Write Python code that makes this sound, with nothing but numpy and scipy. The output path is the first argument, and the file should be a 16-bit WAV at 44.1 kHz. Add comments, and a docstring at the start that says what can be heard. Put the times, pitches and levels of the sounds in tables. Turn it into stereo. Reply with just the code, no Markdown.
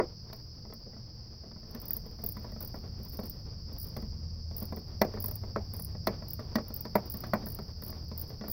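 """A knock of steel on an engine comes first, then a ratchet wrench clicks in runs in a garage.
Each knock excites the damped modes of the engine's covers; each click is the pawl snapping over a tooth
and ringing the ratchet head. Between them, friction of hand and wrench gives a rub and a fine scrape.
Far traffic drones through the walls over steady air and mains hum; the left microphone hisses near 5 kHz."""
import sys
import numpy as np
from scipy.fft import rfft, irfft, next_fast_len
from scipy.io import wavfile
from scipy.ndimage import map_coordinates

SR = 44100
rng = np.random.default_rng(int(sys.argv[2]) if len(sys.argv) > 2 else 0)


def dump(signal):
    """Clip the signal to [-1, 1] and save it as 16-bit WAV at the path in sys.argv[1]."""
    limited = np.clip(np.atleast_2d(signal).T, -1, 1)
    pcm = np.round(limited * 32767).astype(np.int16)
    wavfile.write(sys.argv[1], SR, pcm)


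N = 375732


def amp(db):
    """Amplitude ratio of a level in decibels."""
    return np.exp(np.asarray(db) * (np.log(10) / 20))

def unit(x):
    """Normalisation to rms 1."""
    return x / np.sqrt(np.mean(x ** 2) + 1e-20)

def along(points, hz):
    """Interpolation of (f/Hz, value) points on a logarithmic frequency axis."""
    f, values = np.transpose(points)
    return np.interp(np.log(hz + 1), np.log(f + 1), values)

def curves(rows):
    """Linear interpolation in time: one value per sample for each column after t/s."""
    times, *columns = np.transpose(rows)
    return [np.interp(np.arange(N) / SR, times, column) for column in columns]

def wobble(rate):
    """Smooth random modulation: a spline through `rate` Gaussian values a second."""
    return map_coordinates(rng.standard_normal(int(N * rate / SR) + 4), [np.arange(N) * rate / SR])

def filtered(x, response):
    """Linear filtering: the spectrum is multiplied by a complex frequency response."""
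    size = next_fast_len(N + 8192)
    return irfft(rfft(x, size) * response(np.fft.rfftfreq(size, 1 / SR)), size)[..., :N]

# Likeness of the sound field at the two microphones: f/Hz, coherence
COHERENCE = [(40, 1), (150, 0.89), (400, 0.77), (1500, 0.2), (4000, 0.1), (10000, 0.012)]
def diffuse_noise(gain):
    """A diffuse field is coherent at long wavelengths: stereo noise of rms 1, shaped by gain(f)."""
    size = next_fast_len(N)
    hz = np.fft.rfftfreq(size, 1 / SR)
    angle = np.arccos(np.clip(along(COHERENCE, hz), -1, 1)) / 2
    real, imag = rng.standard_normal((2, 2, len(hz)))
    mid, side = irfft((real + 1j * imag) * gain(hz) * [np.cos(angle), np.sin(angle)], size)[:, :N]
    return unit(np.array([mid + side, mid - side]))

# Garage air, low and treble spectra: f/Hz, relative density/dB
AIR_LOW = [(180, -31.5), (300, 2), (420, -4), (478, 1.5), (754, -14.5), (946, -14), (1510, -16),
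           (4000, -24), (5200, -58.5), (8800, -120)]
AIR_TREBLE = [(3000, -40.5), (3800, -3.5), (5000, 3.5), (6000, -1), (6400, -26), (7000, -70)]
def garage_air():
    """Stationary noise in two broad bands forms the ambient floor."""
    low = amp(-66.5) * diffuse_noise(lambda f: amp(along(AIR_LOW, f)))
    treble = amp(-76.5) * diffuse_noise(lambda f: amp(along(AIR_TREBLE, f)))
    return low + treble

def drone(hz, db):
    """Slow phase and amplitude modulation make a sinusoid waver."""
    phase = 2 * np.pi * np.cumsum(hz) / SR + 0.31 * wobble(5.1)
    return np.sqrt(2) * amp(db + 2.3 * wobble(3.4)) * np.sin(phase)

def mains_hum():
    """A wavering tone at twice the supply frequency."""
    return drone(hz=np.full(N, 120), db=-56)

# Envelope of the traffic rumble: t/s, level/dB
RUMBLE_LEVEL = [(0, -46.5), (.35, -50), (.95, -49.5), (1.9, -45.5), (3.1, -43.5), (3.84, -45), (4.08, -41),
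                (4.6, -45.5), (5.4, -44), (6.19, -42.5), (6.45, -45), (7.2, -43), (7.6, -45), (8.52, -45.5)]
# Its spectrum: f/Hz, relative density/dB
RUMBLE_SPECTRUM = [(12, -46), (20, -8.5), (54, -5.5), (85, -3.5), (134, -11), (166, -10), (189, -16),
                   (226, -14), (265, -40), (300, -24.5), (390, -53), (660, -120)]
# Truck engine: t/s, firing f/Hz, level at f/dB, level at 1.5 f/dB
TRUCK = [(1.8, 42.5, -56, -55), (2.53, 53, -47, -48), (3.32, 65, -52, -52), (3.5, 76, -48, -56),
         (3.75, 81.5, -49, -57), (4.44, 80, -42, -63), (4.8, 84.5, -45, -68), (4.96, 79, -45, -58),
         (6.42, 85.5, -54, -55), (7.3, 76, -54, -49), (7.79, 79.2, -44.5, -68), (8.52, 82, -48, -62)]
# Car engine: t/s, firing f/Hz, level/dB
CAR = [(4.9, 95.1, -44), (5.3, 95.2, -43), (5.8, 96.5, -47), (6.5, 96.6, -52)]
def traffic():
    """Walls transmit mainly bass: broadband rumble and the periodic firing of two far engines."""
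    def fade(rows):
        t = np.arange(N) / SR
        return np.clip((t - rows[0][0]) / 0.25, 0, 1) * np.clip((rows[-1][0] + .3 - t) / 0.23, 0, 1)

    rumble_db = curves(RUMBLE_LEVEL)[0] + 0.43 * wobble(3.123)
    rumble = amp(rumble_db) * diffuse_noise(lambda f: amp(along(RUMBLE_SPECTRUM, f)))
    hz, firing_db, upper_db = curves(TRUCK)
    truck = drone(hz, firing_db) + drone(hz * 1.5, upper_db)
    truck += sum(drone(hz * order, firing_db - 12) for order in (.5, 2))  # further shaft orders
    return rumble + fade(TRUCK) * truck + fade(CAR) * drone(*curves(CAR))

def pawl_drag(width_s=.08, lag_s=.05, clicks_to_saturate=4):
    """Drag follows click density: 0 at rest, towards 1 while the pawl rides over a run of teeth."""
    t = np.arange(0, N / SR, .005)
    delay = t[:, None] - lag_s - np.array(CLICKS)[:, 0]
    density = np.exp(-.5 * (delay / width_s) ** 2).sum(axis=1)
    return np.interp(np.arange(N) / SR, t, np.tanh(density / clicks_to_saturate))

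# Envelope of the rubbing: t/s, level/dB
RUB_LEVEL = [(0.0, -56), (0.14, -61), (0.95, -63), (1.54, -62), (1.73, -58), (2.16, -59), (2.54, -56),
             (3.68, -59), (3.89, -57), (4.27, -61), (4.48, -61), (4.62, -57), (5.03, -59), (5.15, -53),
             (5.86, -58), (6.26, -55), (6.36, -57), (7.26, -52), (7.45, -53), (7.62, -58), (8.19, -57),
             (8.52, -55)]
# Spectra of the dull rub and the metallic scrape: f/Hz, relative density/dB
RUB_SPECTRUM = [(140, -30.5), (240, -5), (450, -9), (700, -13), (1100, -17), (1500, -22.5), (2800, -30),
                (5000, -29.5), (6100, -32.5), (6500, -61), (8000, -120)]
SCRAPE_SPECTRUM = [(5290, -45), (9000, -28.5), (9480, -20), (10100, -9.5), (11400, -4), (12700, -2.5),
                   (13500, 3), (15900, 4.5)]
def friction():
    """Sliding friction of hand and wrench: uneven noise through the engine's modes, and a fine scrape."""
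    def resonance(f):
        return 3 + 0.28 * sum(1 / (1 + ((f - hz) * t60 / 3) ** 2) for hz, _, t60 in ENGINE_MODES)

    rub_db, = curves(RUB_LEVEL)
    drag = pawl_drag()
    rub = amp(1.2 * wobble(8) + 3.3 * wobble(30) + 0.536 * wobble(90))
    rub = rub * diffuse_noise(lambda f: resonance(f) * amp(along(RUB_SPECTRUM, f)))
    flicker = amp(1.2 * wobble(55))
    scrape = flicker * diffuse_noise(lambda f: amp(along(SCRAPE_SPECTRUM, f)) * (f < 15850))
    # Full drag adds 7 dB to the scrape and 1 dB to the rub.
    scrape_db = -74.5 + 7 * drag + .4 * (rub_db - rub_db.mean())
    return amp(rub_db + drag) * unit(rub) + amp(scrape_db) * unit(scrape)

def impacts(times, mode_db, noise_db, decay_scale, pan_gains, modes, bands, scatter_db, detune, rise_s):
    """Modal superposition: each blow excites damped sinusoids and noise that decays band by band."""
    lead = SR // 10  # room for a blow before t = 0
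    sound = np.zeros((2, N + lead + SR))
    band_power = np.zeros((len(bands), *sound.shape))
    hz, level, t60 = np.transpose(modes)[:, :, None]
    low_hz, high_hz, band_db, band_t60 = np.transpose(bands)[:, :, None]
    t = np.arange(int(SR * t60.max())) / SR
    t_noise = np.arange(int(SR * band_t60.max())) / SR
    rise = (1 - np.exp(-t_noise / rise_s)) ** 2  # the contact force builds smoothly
    spread = np.arccos(np.clip(along(COHERENCE, hz), -1, 1))[:, 0]
    chance = rng.standard_normal((len(times), len(modes), 3))
    for k, start in enumerate(np.round(times * SR).astype(int) + lead):
        stretch = np.clip(decay_scale[k], .4, 1.6)
        gain = amp(mode_db[k] + scatter_db * chance[k, :, 0])
        pitch = hz * (1 + detune * chance[k, :, 1:2])
        damping = np.log(1000) / (t60 * stretch)
        ring = amp(level) * np.exp((2j * np.pi * pitch - damping) * t) * rise[:len(t)]
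        angle = spread * chance[k, :, 2] / 2  # each microphone meets a mode at its own phase
        mid = (gain * np.cos(angle)) @ ring.imag
        side = (gain * np.sin(angle)) @ ring.real
        pan = pan_gains[k][:, None]
        sound[:, start:start + len(t)] += pan * [mid + side, mid - side]
        burst = rise * amp(band_db + noise_db[k][:, None] - 60 * t_noise / (band_t60 * stretch))
        band_power[:, :, start:start + len(t_noise)] += (burst[:, None] * pan) ** 2
    sound = sound[:, lead:lead + N]
    for low, high, power in zip(low_hz, high_hz, band_power):
        order = 12 + high / 300
        noise = diffuse_noise(lambda f: 1 / (1 + (low / (f + 1)) ** 12) / (1 + (f / high) ** order))
        sound += np.sqrt(power[:, lead:lead + N]) * noise
    return sound

# Blows on the engine: t/s, level/dB, then relative level/dB of the thud (below 300 Hz),
# body (near 400 Hz), bite (near 1.5 kHz) and snap (near 3 kHz)
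KNOCKS = [(0.296, -44, -14, -12, -12, -25), (0.327, -40, -12, -13, -9, -17), (0.649, -40, -3, -9, -18, -35),
          (0.698, -45, -8, -7, -16, -28), (0.723, -41, -7, -12, -10, -26), (0.863, -40, -7, -7, -28, -34),
          (0.932, -45, -5, -8, -14, -30), (0.964, -50, -2, -12, -10, -25), (1.433, -41, -10, -10, -19, -35),
          (1.512, -47, -4, -12, -8, -26), (1.559, -47, -2, -14, -11, -28), (1.629, -48, -3, -13, -12, -27),
          (1.747, -37, -5, -9, -10, -20), (1.903, -46, -3, -9, -9, -23), (1.963, -44, -8, -9, -14, -26),
          (2.059, -44, -2, -6, -20, -30), (2.187, -42, -4, -13, -15, -32), (2.234, -35, -8, -10, -18, -33),
          (2.367, -39, -1, -17, -8, -26), (2.443, -36, -9, -15, -13, -33), (2.519, -42, -3, -13, -15, -30),
          (2.56, -38, -4, -12, -15, -32), (2.606, -42, -7, -11, -12, -24), (2.741, -33, -6, -12, -15, -36),
          (2.836, -40, -4, -13, -14, -31), (2.998, -44, 1, -8, -19, -29), (3.188, -27, -11, -12, -17, -32),
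          (3.231, -38, -4, -5, -16, -24), (3.716, -45, -4, -7, -20, -26), (3.964, -27, -12, -13, -16, -27),
          (4.023, -38, 0, -9, -18, -31), (4.509, -42, -3, -12, -17, -22), (4.619, -31, -10, -13, -17, -34),
          (4.722, -28, -9, -11, -18, -36), (4.768, -33, -9, -13, -17, -32),
          (5.014, -10, -17, -13, -12, -26), (5.046, -25, -17, -7, -19, -34),
          (5.137, -30, -7, -12, -15, -34), (5.171, -35, -9, -10, -11, -31), (5.24, -36, -8, -11, -12, -25),
          (5.281, -38, -13, -8, -15, -28), (5.312, -41, -7, -11, -12, -27), (5.434, -38, -6, -10, -15, -33),
          (5.559, -17, -17, -13, -14, -39), (5.735, -46, -4, -10, -8, -23), (5.791, -38, -9, -14, -14, -27),
          (5.948, -39, -13, -15, -15, -32), (6.07, -16, -13, -11, -11, -21),
          (6.22, -34, -14, -13, -14, -32), (6.391, -35, -8, -15, -11, -31),
          (6.554, -17, -13, -13, -13, -23), (6.583, -26, -10, -14, -14, -26),
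          (6.703, -37, -8, -12, -20, -26), (6.851, -31, -13, -13, -13, -26),
          (6.953, -11, -19, -20, -11, -37), (7.141, -38, -3, -18, -14, -25),
          (7.236, -31, -21, -21, -9, -25), (7.263, -38, -9, -11, -20, -31),
          (7.333, -12, -14, -20, -11, -34), (7.427, -40, -3, -9, -15, -26), (7.465, -38, -4, -12, -12, -24),
          (7.587, -30, -14, -17, -15, -31), (7.821, -40, -1, -12, -12, -23),
          (7.894, -41, -6, -11, -19, -25), (7.925, -41, -1, -12, -8, -26), (8.113, -39, -5, -13, -11, -24),
          (8.3, -41, -12, -8, -12, -26), (8.409, -33, -10, -15, -15, -24), (8.437, -32, -11, -13, -12, -37),
          (8.48, -37, -8, -10, -13, -29)]
# The opening blow: the same columns without t/s
FIRST_KNOCK = (-16, -24, -3, -7, -45)
# Excitation by frequency zone: upper f/Hz, gain/dB, weights of thud, body, bite and snap
KNOCK_ZONES = [(300, 3.5, .8, 0, 0, 0), (520, 4, 0, .8, 0, 0), (850, -6, 0, 0, .1, 0),
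               (1400, 2.5, 0, 0, .85, 0), (2200, 1, 0, 0, .8, .2), (3100, 8.5, 0, 0, .3, .7),
               (20000, 6.5, 0, 0, 0, 1)]
# Modes of the covers and brackets: f/Hz, level/dB, nominal T60/s
ENGINE_MODES = [(161, -13, 0.053), (213.78, -0.5, 0.14), (277, -13, 0.078), (360.2, -12.5, 0.1106),
                (442.8, -4.5, 0.091), (593.6, -6, 0.091), (639.7, -1.5, 0.079), (692, 3, 0.015),
                (756, -17.5, 0.14), (984, -3, 0.055), (1114, -7, 0.074), (1206, 12, 0.0082),
                (1324, -8, 0.045), (1514, -4, 0.054), (1750, -4, 0.046), (1960, -3, 0.057),
                (2000, 9.5, 0.0068), (2100, -9, 0.039), (2390, -10, 0.035), (2685, -15, 0.05),
                (3540, 0, 0.026), (4380, 7, 0.029), (4820, 2.5, 0.028), (5280, -3, .02), (5700, -4, 0.024)]
# Rattle and garage reverberation: lower f/Hz, upper f/Hz, level/dB, nominal T60/s
RATTLE_BANDS = [(140, 270, -12, 0.21), (294, 567, -9.5, 0.16), (486, 895, -15.5, 0.23),
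                (834, 1370, -16, 0.14), (1370, 2400, -10, 0.12), (1400, 2700, -31, 0.3),
                (2480, 5800, -6.5, 0.047), (4000, 6200, 1, 0.035)]
def knocks(first_s=-.003, contact_s=.001):
    """Impact excitation: where and how hard the wrench lands weights the modes; light taps ring longer."""
    rows = np.array([(first_s, *FIRST_KNOCK)] + KNOCKS)
    times, level, timbre = rows[:, 0], rows[:, 1], rows[:, 2:]
    zones = np.array(KNOCK_ZONES)
    zone_db = level[:, None] + zones[:, 1] + timbre @ zones[:, 2:].T
    excitation = lambda hz: zone_db[:, np.searchsorted(zones[:, 0], hz)]
    modes_hz = np.array(ENGINE_MODES)[:, 0]
    bands_hz = np.sqrt(np.prod(np.array(RATTLE_BANDS)[:, :2], axis=1))
    return impacts(times + contact_s, excitation(modes_hz), excitation(bands_hz),
                   decay_scale=.75 - .01 * level, pan_gains=np.ones((len(times), 2)),
                   modes=ENGINE_MODES, bands=RATTLE_BANDS, scatter_db=2.5, detune=.03, rise_s=.00083)

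# Pawl clicks: t/s, level/dB, relative level at 9-12.4 kHz/dB
CLICKS = [(0.3316, -39, -26), (0.3626, -50, -21), (0.7367, -41, -19), (1.708, -47, -13), (1.7469, -38, -22),
          (1.7998, -40, -22), (1.8153, -34, -24), (1.8547, -34, -20), (1.8816, -29, -23),
          (1.9066, -22, -28), (1.9325, -19, -31), (1.9664, -23, -30), (2.0627, -46, -22),
          (2.1106, -53, -20), (2.2393, -26, -25), (2.2628, -22, -26), (2.2882, -26, -20),
          (2.3211, -31, -18), (2.3675, -49, -22), (2.3955, -50, -18), (2.4314, -52, -19),
          (2.5187, -50, -24), (2.6055, -27, -25), (2.6259, -30, -22), (2.6469, -34, -20),
          (2.6748, -33, -30), (2.7417, -54, -18), (2.7554, -55, -14), (2.7856, -54, -21),
          (3.0315, -44, -19), (3.049, -41, -28), (3.0844, -44, -20), (3.0949, -36, -27), (3.1228, -41, -21),
          (3.1328, -36, -22), (3.1434, -40, -17), (3.1707, -37, -16), (3.1966, -42, -14),
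          (3.2355, -42, -17), (3.2555, -37, -21), (3.2644, -42, -13), (3.2969, -25, -29),
          (3.7294, -43, -24), (3.7838, -33, -18), (3.7984, -34, -13), (3.8152, -34, -13),
          (3.8282, -32, -17), (3.8424, -34, -18), (3.8681, -41, -18), (3.8854, -44, -14),
          (3.9659, -39, -15), (4.0183, -54, -18), (4.566, -28, -28), (4.5804, -29, -20), (4.6014, -32, -17),
          (4.6259, -32, -17), (4.6528, -36, -16), (4.7227, -52, -13), (4.7616, -38, -26),
          (4.7895, -50, -20), (5.015, -22, -22), (5.0474, -43, -23), (5.1367, -54, -20), (5.2026, -26, -22),
          (5.2235, -28, -16), (5.2415, -25, -19), (5.2589, -23, -22), (5.2824, -28, -17),
          (5.3108, -29, -18), (5.3552, -30, -16), (5.5628, -55, -16), (5.7359, -33, -13),
          (5.7648, -35, -11), (5.7962, -34, -10), (5.8207, -33, -8), (5.8461, -32, -9), (6.0691, -24, -20),
          (6.2836, -35, -20), (6.3051, -28, -25), (6.333, -23, -30), (6.3954, -57, -8), (6.555, -31, -18),
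          (6.6822, -36, -26), (6.7401, -28, -26), (6.763, -26, -28), (6.8069, -25, -29), (6.8518, -48, -21),
          (6.9551, -22, -27), (7.0564, -43, -22), (7.0998, -25, -22), (7.1187, -27, -18),
          (7.1392, -28, -21), (7.1701, -30, -21), (7.205, -32, -19), (7.2374, -48, -16), (7.2679, -47, -15),
          (7.3357, -28, -23), (7.4589, -31, -23), (7.4844, -33, -19), (7.5014, -34, -16),
          (7.5193, -35, -14), (7.5477, -30, -18), (7.5867, -50, -16), (7.6231, -55, -18),
          (7.8196, -40, -15), (7.8361, -36, -18), (7.8474, -38, -16), (7.863, -36, -17), (7.8795, -33, -20),
          (7.9029, -35, -20), (8.082, -50, -24), (8.1768, -26, -24), (8.1953, -26, -23), (8.2142, -25, -24),
          (8.2774, -50, -14), (8.2931, -42, -20), (8.4816, -30, -16), (8.4986, -27, -18),
          (8.5134, -21, -25), (2.2184, -51, -18), (2.312, -44, -16), (5.341, -48, -22), (7.0646, -46, -18),
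          (7.47, -33, -17)]
# Modes of the ratchet head: f/Hz, level/dB, nominal T60/s
HEAD_MODES = [(10650, -4, .02), (10900, 1, .028), (11300, -5, .015), (11800, -5, .015), (13300, -14, .014),
              (13900, -9, .016), (14450, -9, .012), (14900, -1, .022), (15000, 8, .005), (15150, -6, .014),
              (15450, -3, .014), (15680, -6, .012)]
# Noise of a click: lower f/Hz, upper f/Hz, level/dB, nominal T60/s
SNAP_BANDS = [(1700, 4700, -43, .05), (4200, 6200, -35, 0.047), (2200, 6700, -46, .2),
              (6000, 7800, 1, 0.016), (9900, 13200, 9, 0.022), (13800, 16300, -5, 0.035),
              (14000, 16300, 5, 0.01), (12900, 15900, -25, 0.14), (9660, 15000, -11, 0.13)]
# Tone colour of the clicks, a dip at 8-9 kHz and fading above 16 kHz: f/Hz, gain/dB
CLICK_COLOUR = [(7700, 0), (8100, -18), (8800, -16), (9300, 0), (15750, 0), (16000, -16), (16600, -18),
                (17000, -35)]
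def ratchet(loose_ticks=30, mean_wait_s=.07):
    """Free vibration: the head rings as the pawl snaps over each tooth; hard snaps decay fastest."""
    # Loose play adds faint ticks after randomly chosen clicks.
    tick_times = rng.choice(np.array(CLICKS)[:, 0], loose_ticks)
    tick_times += rng.exponential(mean_wait_s, loose_ticks)
    ticks = [(min(t, N / SR), -61, -17) for t in tick_times]
    times, level, relative_db = np.transpose(CLICKS + ticks)[:, :, None]
    chance = rng.standard_normal((len(times), 2, 1))
    pan_db = -3.5 + 3 * chance[:, 0]  # left minus right: the head turns to either side
    weak_band_db = -56 + .4 * level + 6 * chance[:, 1]
    excitation = lambda hz: np.select([hz < 6300, hz < 9000, hz < 12400],
                                      [level, weak_band_db, level + relative_db], level)
    modes_hz = np.array(HEAD_MODES)[:, 0]
    bands_hz = np.array(SNAP_BANDS)[:, :2].mean(axis=1)
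    snaps = impacts(times[:, 0], excitation(modes_hz), excitation(bands_hz),
                    decay_scale=.75 - .011 * level[:, 0], pan_gains=amp(pan_db * [.5, -.5]),
                    modes=HEAD_MODES, bands=SNAP_BANDS, scatter_db=2.5, detune=.012, rise_s=.001)
    return filtered(snaps, lambda f: amp(along(CLICK_COLOUR, f)))

def scene():
    """Linear superposition: the pressures of all sources add at the two microphones."""
    return knocks() + ratchet() + friction() + garage_air() + traffic() + mains_hum()

# Balance of the microphones: f/Hz, left minus right level/dB
BALANCE = [(40, -2.3), (100, 3.5), (200, 3.5), (450, 8.5), (800, 3.5), (2000, 3.5), (5000, 10.5),
           (9000, 0.3), (15000, 0.6)]
# Envelope of the left microphone's hiss: t/s, level/dB
HISS_LEVEL = [(0, -47), (1.5, -48), (3.8, -46.3), (8.52, -46.8)]
# Its spectrum: f/Hz, relative density/dB
HISS_SPECTRUM = [(2290, -49), (3900, -32.5), (3970, -33.5), (4070, -35.5), (4190, -17.5), (4410, -5),
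                 (4870, 3), (5170, 0.5), (5500, -4.5), (5730, -12.5), (5970, -12), (6500, -52),
                 (8450, -85.5), (14300, -120)]
def record(dry, left_lag_s=.0001695, cutoff_hz=17000, dc_offset=-.0006):
    """Band-limited transduction: the left microphone is louder, lags in the bass and adds self-noise."""
    side = np.array([[.5], [-.5]])
    lag = lambda f: left_lag_s / (1 + (f / 4000) ** 4)
    response = lambda f: amp(side * along(BALANCE, f)) * np.exp(-2j * np.pi * f * side * lag(f))
    channels = filtered(dry, response)
    hiss = unit(filtered(rng.standard_normal(N), lambda f: amp(along(HISS_SPECTRUM, f))))
    channels[0] += amp(curves(HISS_LEVEL)[0] + 0.42 * wobble(40)) * hiss
    return filtered(channels, lambda f: f < cutoff_hz) + dc_offset

dry = scene()
out = record(dry)
dump(out)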